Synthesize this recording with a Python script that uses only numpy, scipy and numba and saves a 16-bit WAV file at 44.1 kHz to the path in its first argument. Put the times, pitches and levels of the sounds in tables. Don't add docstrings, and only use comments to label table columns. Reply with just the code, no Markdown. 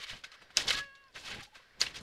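import sys
import numpy as np
from scipy import signal
from scipy.fft import rfft, irfft
from scipy.io import wavfile
from scipy.ndimage import uniform_filter1d
from numba import njit

SR = 44100
rng = np.random.default_rng(int(sys.argv[2]) if len(sys.argv) > 2 else 0)


def gain_from_db(level_db):
    decades = np.asarray(level_db, float) / 20
    return 10 ** decades


def dump_mix(stems):
    frames = np.atleast_2d(stems).T
    limited = np.clip(frames, -1, 1)
    pcm = np.round(limited * 32767).astype(np.int16)
    wavfile.write(sys.argv[1], SR, pcm)


N = 89258


def level(x, db):
    return x * gain_from_db(db) / np.sqrt(np.mean(x ** 2))


def noise(shape):
    hz, db = np.array(shape, float).T
    f = np.arange(1, N // 2 + 2) * SR / N
    gain = gain_from_db(np.interp(np.log(f), np.log(hz), db))
    return level(irfft(rfft(rng.standard_normal(N)) * gain, N), 0)


def walk(rate_hz):
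    hold = int(SR / rate_hz)
    steps = np.repeat(rng.standard_normal(N // hold + 1), hold)
    return 1.3 * uniform_filter1d(uniform_filter1d(steps, hold), hold)[:N]


def swell(peak_s, rise_s, fall_s, db):
    t = np.arange(N) / SR - peak_s
    away = np.where(t < 0, -t / max(rise_s, .003), t / max(fall_s, .003))
    return gain_from_db(2 * (db - 30 * away))


@njit
def grains(count, at, hz, t60, size, glide):
    out = np.zeros(count)
    for g in range(len(at)):
        span, phase = int(t60[g] * SR), 0.
        for i in range(min(span, count - at[g])):
            phase += 2 * np.pi * hz[g] * (1 + glide * i / span) / SR
            out[at[g] + i] += size[g] * min(phase / 7, 1.) * np.exp(-7 * i / span) * np.sin(phase)
    return out


def drops(centre_hz, spread_oct, cycles, scatter_db, count):
    loudest_db, glide = 11, 0.16
    at = rng.integers(0, N, count)
    hz = np.clip(centre_hz[at] * 2 ** (spread_oct * rng.standard_normal(count)), 300, 15000)
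    size = gain_from_db(np.minimum(scatter_db * rng.exponential(size=count), loudest_db))
    return level(grains(N, at, hz, 2 * cycles / hz, size, glide), 0)


def bubbles(table):
    s, hz, db, t60 = np.array(table).T.copy()
    return grains(N, (s * SR).astype(np.int64), hz, t60, gain_from_db(db), .06)


# (time [s], level [dB])
TRICKLE_LEVEL = [(0, -56.5), (.22, -83), (.27, -62), (.54, -62), (.8, -62), (.9, -76.5), (1.11, -75.5),
                 (1.5, -75.5), (1.6, -66), (1.8, -66), (2.02, -58.5)]
# (frequency [Hz], level [dB per Hz])
TRICKLE_HISS = [(150, -11), (900, -6.5), (1800, 4.5), (2600, -8.5), (3600, -6), (5200, -8), (7000, -24),
                (16000, -45)]


def trickle():
    s, db = np.array(TRICKLE_LEVEL).T
    pitch_hz = np.full(N, 1704.)
    shower = drops(pitch_hz, spread_oct=.2, cycles=14, scatter_db=4, count=1500)
    wet = gain_from_db(-8.5) * shower + noise(TRICKLE_HISS)
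    return wet * gain_from_db(np.interp(np.arange(N) / SR, s, db) + 1.2 * walk(24.67))


# (frequency [Hz], level [dB per Hz])
YARD_SPECTRUM = [(20, 0.5), (100, -8), (300, -16), (550, -9), (900, -18), (3200, -14), (6000, -26.5),
                 (16000, -37.5)]


def yard():
    return noise(YARD_SPECTRUM) * gain_from_db(-68.5 + 2.05 * walk(3.77))


# (peak time [s], rise [s per 30 dB], fall [s per 30 dB], level [dB], hardness [dB])
THUDS = [(0.1307, 0, 0.087, -48, -5), (0.576, 0.0146, 0.17, -49, 1.5), (0.692, 0.17, 0.04, -48, 3.5),
         (0.7623, 0.15, 0.14, -47.5, -6), (1.1618, 0.04, 0.1, -57, 2), (1.3156, 0.22, 0.18, -57.5, 4),
         (1.379, 0.2, 0.1, -48.5, -9.5), (1.827, 0.12, 0.38, -53.6, -3), (2.0253, 0.13, 0.095, -49.5, -5),
         (0.4194, 0.025, 0.15, -66.0, 3), (1.5744, 0.061, -0.16, -70, 5),
         (1.9796, -0.02, -0.23, -54.5, 2.5), (0.008, 0.5, -0.1, -63.5, -1),
         (0.2481, 0.101, 0.1, -69.5, 3.5), (0.509, .02, -0.06, -63, 3)]
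# (frequency [Hz], level [dB per Hz])
THUD_SPECTRUM = [(25, -2), (60, -4), (130, -6), (250, -9), (550, -9), (1100, -14), (2000, -46)]


def thuds():
    boom = noise(THUD_SPECTRUM)
    boom = boom / np.sqrt(uniform_filter1d(boom ** 2, size=1800))
    split_hz = 310
    low = signal.sosfiltfilt(signal.butter(2, split_hz, fs=SR, output="sos"), boom)
    deep = np.sqrt(sum(swell(*row[:4]) for row in THUDS))
    hard = np.sqrt(sum(swell(*row[:4]) * gain_from_db(2 * row[4]) for row in THUDS))
    return (deep * low + hard * (boom - low)) * gain_from_db(3.0)


# (peak time [s], rise [s per 30 dB], fall
# [s per 30 dB], level [dB], droplet pitch [Hz])
SURGES = [(0.0143, 0.068, 0.108, -50.7, 2800), (0.0432, 0.16, 0.023, -40.6, 3200),
          (0.099, 0.07, 0.125, -40.5, 2900), (0.1691, 0.129, 0.094, -52.1, 3200),
          (0.3446, 0.035, 0.045, -51.3, 2200), (0.422, 0.031, 0.056, -55.4, 2500),
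          (0.5045, 0.003, 0.04, -54.5, 2200), (0.5722, 0.004, 0.04, -23.5, 4600),
          (0.6, 0.05, 0.134, -33.2, 4000), (0.683, 0.019, 0.085, -28.5, 3700),
          (0.708, 0.016, 0.035, -24, 3200), (0.7358, 0.05, 0.13, -34, 3200),
          (0.791, 0.09, 0.035, -36.5, 3600), (1.1607, 0.025, 0.098, -43.8, 2500),
          (1.1975, 0.081, 0.09, -50.9, 7500), (1.2657, 0.099, 0.193, -43.3, 3800),
          (1.3133, 0.07, 0.108, -40.2, 3300), (1.3485, 0.12, 0.02, -42.9, 2000),
          (1.4098, 0.16, 0.038, -47.2, 2500), (1.4317, 0.017, 0.06, -46, 5000),
          (1.5558, 0.037, 0.131, -52.8, 2200), (1.8165, 0.012, 0.06, -30, 4400),
          (1.8675, 0.035, 0.06, -37, 3000), (1.971, 0.058, 0.067, -42.2, 4200),
          (0.2385, 0.003, 0.06, -43.5, 3200), (0.245, 0.012, 0.015, -41.5, 2600),
          (0.3176, 0.005, 0.045, -51.2, 3500), (0.5649, 0.003, 0.121, -42.5, 4500),
          (0.6704, 0.006, 0.119, -39.6, 5500), (0.7259, 0.003, 0.026, -32.4, 7000),
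          (0.9518, 0.004, 0.045, -55.4, 4000), (1.15, 0.02, 0.12, -54, 5200),
          (1.9439, 0.003, 0.041, -45.8, 4000), (0.0692, 0.01, 0.053, -48.7, 3000),
          (1.456, 0.03, 0.04, -58, 2500), (1.9101, 0.016, 0.033, -49.4, 2800),
          (1.9855, 0.078, 0.026, -47.3, 3200), (2.0097, 0.02, 0.099, -53.6, 5500),
          (1.8075, 0.016, 0.073, -35, 4500)]
# (frequency [Hz], level [dB per Hz])
SPRAY_SPECTRUM = [(150, -23.5), (500, -14), (950, -11), (1400, -5.5), (4200, -4.5), (6500, -14.5),
                  (11000, -25), (16000, -38.5)]


def surges():
    pushes = SURGES
    power = np.array([swell(*row[:4]) for row in pushes]) + 1e-14
    total = power.sum(0)
    pitch_hz = np.exp(np.log([row[4] for row in pushes]) @ power / total)
    spray = noise(SPRAY_SPECTRUM) * gain_from_db(-4.5 + 2.45 * walk(90))
    shower = drops(pitch_hz, spread_oct=0.46, cycles=5.55, scatter_db=5.5, count=11000)
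    return np.sqrt(total) * (spray + gain_from_db(-2.5) * shower)


# (time [s], pitch [Hz], peak level [dB], time to fade 60 dB [s])
DRIPS = [(.022, 1490, -48, .03), (.024, 3870, -42, .02), (.098, 2430, -34.5, 0.021),
         (.102, 3270, -35.5, .015), (.136, 3000, -39, .02), (0.2388, 3310, -39.5, 0.038),
         (0.2388, 1510, -40, 0.058), (.318, 4100, -45, 0.018), (.324, 1250, -50, 0.054),
         (.417, 1400, -51, 0.018), (.504, 1400, -48, 0.026), (.507, 715, -55, 0.037),
         (.577, 1500, -27, .015), (.592, 4230, -30, .015), (.609, 1890, -29, 0.023),
         (.6805, 3500, -21.5, 0.0074), (.685, 4460, -22.5, .01), (.689, 3600, -24, .01),
         (.7075, 3830, -20, 0.011), (.714, 2020, -24.5, 0.016), (.787, 3400, -31, 0.011),
         (1.083, 5020, -55.5, 0.014), (1.128, 4600, -59, .02), (1.229, 11000, -54, .006),
         (1.162, 1520, -39, .03), (1.236, 840, -50.5, 0.042), (1.283, 1205, -44.5, 0.039),
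         (1.311, 870, -44, 0.038), (1.312, 1490, -45, 0.086), (1.33, 1780, -46, 0.046),
         (1.35, 1520, -41, 0.028), (1.408, 1150, -46.5, .03), (1.555, 1515, -51, 0.052),
         (1.558, 650, -55.5, 0.037), (1.596, 520, -55, .03), (1.6, 1050, -55, 0.034),
         (1.709, 1850, -55.5, .03), (1.8064, 6700, -27.5, 0.014), (1.8075, 3300, -31, 0.007),
         (1.8183, 4400, -19, 0.0094), (1.829, 3940, -25, .008), (1.838, 1900, -27.5, .012),
         (1.8657, 2730, -30, 0.014), (1.869, 2780, -29, 0.019), (1.951, 3240, -39.5, .015),
         (1.968, 4850, -36.5, 0.017)]


def drips():
    return bubbles(DRIPS)


# (time [s], pitch [Hz], peak level [dB], time to fade 60 dB [s])
GULPS = [
    (.105, 113, -46, 0.087),
    (.128, 172, -43, 0.063),
    (1.355, 230, -51, 0.056),
    (1.37, 167, -46, 0.056),
    (1.375, 324, -48, .04),
    (1.2, 70, -51, 0.088),
    (.7, 537, -38, 0.057),
]


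def gulps():
    return bubbles(GULPS)


# (time [s], peak level [dB], ring pitch [Hz], time to fade 60 dB [s])
SLAPS = [(.2383, -56, 3600, 0.011), (.244, -40, 2390, 0.024), (.5706, -6.5, 5070, 0.0078),
         (0.5718, -12, 5600, 0.0048), (.5712, -15, 3040, .012), (.699, -17.5, 4100, 0.0059),
         (0.7049, -14.5, 3000, 0.01), (.752, -22, 3550, 0.0099), (.953, -47.5, 3550, 0.012),
         (1.04, -55.5, 4500, .012), (1.408, -50, 7650, 0.0125), (1.8143, -13, 4460, 0.012),
         (1.8655, -30, 3380, 0.01), (1.945, -46.5, 3546, 0.036)]
# (pitch ratio [times ring pitch], level [dB])
SLAP_RING = [(.45, -19), (0.599, -15), (.8, -23), (0.922, -2), (1.001, 5), (1.12, -4), (1.271, 1.5),
             (1.702, -15), (2.2, -15)]


def slaps():
    s, db, hz, t60 = np.array(SLAPS).T[:, :, None]
    ratio, ring_db = np.array(SLAP_RING).T
    delay, detune = rng.random((2, len(SLAPS), len(ratio)))
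    at = ((s + 0.0003 * delay ** 2) * SR).astype(np.int64)
    ring_hz = np.minimum(hz * ratio * (0.936 + .12 * detune), 16000)
    ring_t60 = t60 / np.sqrt(ratio)
    ring_size = gain_from_db(db + ring_db - 7.0)
    ring = grains(N, at.ravel(), ring_hz.ravel(), ring_t60.ravel(), ring_size.ravel(), 0.)
    knock_hz, knock_t60 = np.full(len(SLAPS), 437.0), np.full(len(SLAPS), .012)
    knock = grains(N, at[:, 0].copy(), knock_hz, knock_t60, gain_from_db(db[:, 0] - 20), 0.)
    return ring + knock


# (pitch [Hz], level [dB], time to fade 60 dB [s])
RIM_TONES = [(3000, -7.5, .12), (3600, -12, .1), (4780, 5, 0.14), (5700, -4, 0.24)]
# (time [s], level [dB])
RIM_TAPS = [
    (.418, -66),
]


def rim():
    rings = [(s * SR, hz, t60, tap_db + tone_db) for s, tap_db in RIM_TAPS for hz, tone_db, t60 in RIM_TONES]
    at, hz, t60, db = np.array(rings).T
    return grains(N, at.astype(np.int64), hz.copy(), t60.copy(), gain_from_db(db), 0.)


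# (centre time [s], pitch [Hz], level [dB], length [s])
COOS = [
    (1.37, 810, -58, 0.02),
    (1.388, 840, -57, .02),
    (1.427, 800, -58, 0.03),
    (1.48, 830, -63, .026),
    (1.535, 860, -62.5, 0.026),
    (0.731, 1275, -45.5, 0.042),
    (.79, 1286, -45.5, 0.035),
]


def coos():
    t = np.arange(N) / SR
    rise_hz_per_s = 1500
    out = np.zeros(N)
    for centre, hz, db, length in COOS:
        since = t - centre
        tone = np.sin(2 * np.pi * (hz + rise_hz_per_s * since / 2) * since)
        out += gain_from_db(db + 4) * np.exp(-8 * (since / length) ** 2) * tone
    return out


# (time [s], pitch [Hz], level [dB])
CRY = [
    (.732, 535.2, -60),
    (0.749, 554.8, -44),
    (.783, 565.7, -45),
    (.83, 562.2, -47),
    (.912, 547.4, -56.5),
    (.96, 553.3, -59),
    (1.068, 544.4, -63.5),
    (1.092, 520, -71),
    (1.112, 500, -77),
]
# (multiple of the pitch [times], level [dB])
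CRY_OVERTONES = [(1, -23), (2, -11.5), (3, 1.6), (4, -16), (5, -12), (6, -23), (7, -29.5), (8, -25)]


def cry():
    t = np.arange(N) / SR
    s, hz, db = np.array(CRY).T
    pitch_hz = np.interp(t, s, hz) * (1 + 0.005 * walk(60))
    phase = 2 * np.pi * np.cumsum(pitch_hz) / SR
    effort_db = np.interp(t, s, db, -140, -140)
    faded_db = np.clip(db.max() - effort_db, 0, 36)
    out = np.zeros(N)
    for k, overtone_db in CRY_OVERTONES:
        slower_fade_db = (abs(k - 3.5) > 1) * 0.3 * faded_db
        flicker_db = 3 * walk(30.02)
        gain = gain_from_db(effort_db + 1.5 + overtone_db + slower_fade_db + flicker_db)
        out += gain * np.sin(round(k) * phase)
    return out


def tub_echo(water):
    first_s, t60_s, echo_db = 0.0018, 0.028, -12.5
    t = np.arange(int(.08 * SR)) / SR
    tub = rng.standard_normal(len(t)) * gain_from_db(-60 * t / t60_s) * (t > first_s)
    return signal.fftconvolve(water, tub / np.sqrt(np.sum(tub ** 2)))[:N] * gain_from_db(echo_db)


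def scene():
    water = trickle() + surges() + drips() + slaps() + rim()
    low_cut_hz = 251
    water = signal.sosfilt(signal.butter(2, low_cut_hz, "high", fs=SR, output="sos"), water)
    around = yard() + thuds() + gulps() + coos() + cry()
    return (water + tub_echo(water) + around)[None]


def top_cut(x):
    return signal.sosfilt(signal.butter(12, 16500, fs=SR, output="sos"), x)


def record(dry):
    soft = signal.sosfilt(signal.butter(6, 15300, fs=SR, output="sos"), dry)
    return top_cut(soft)


dry = scene()
out = record(dry)
dump_mix(out)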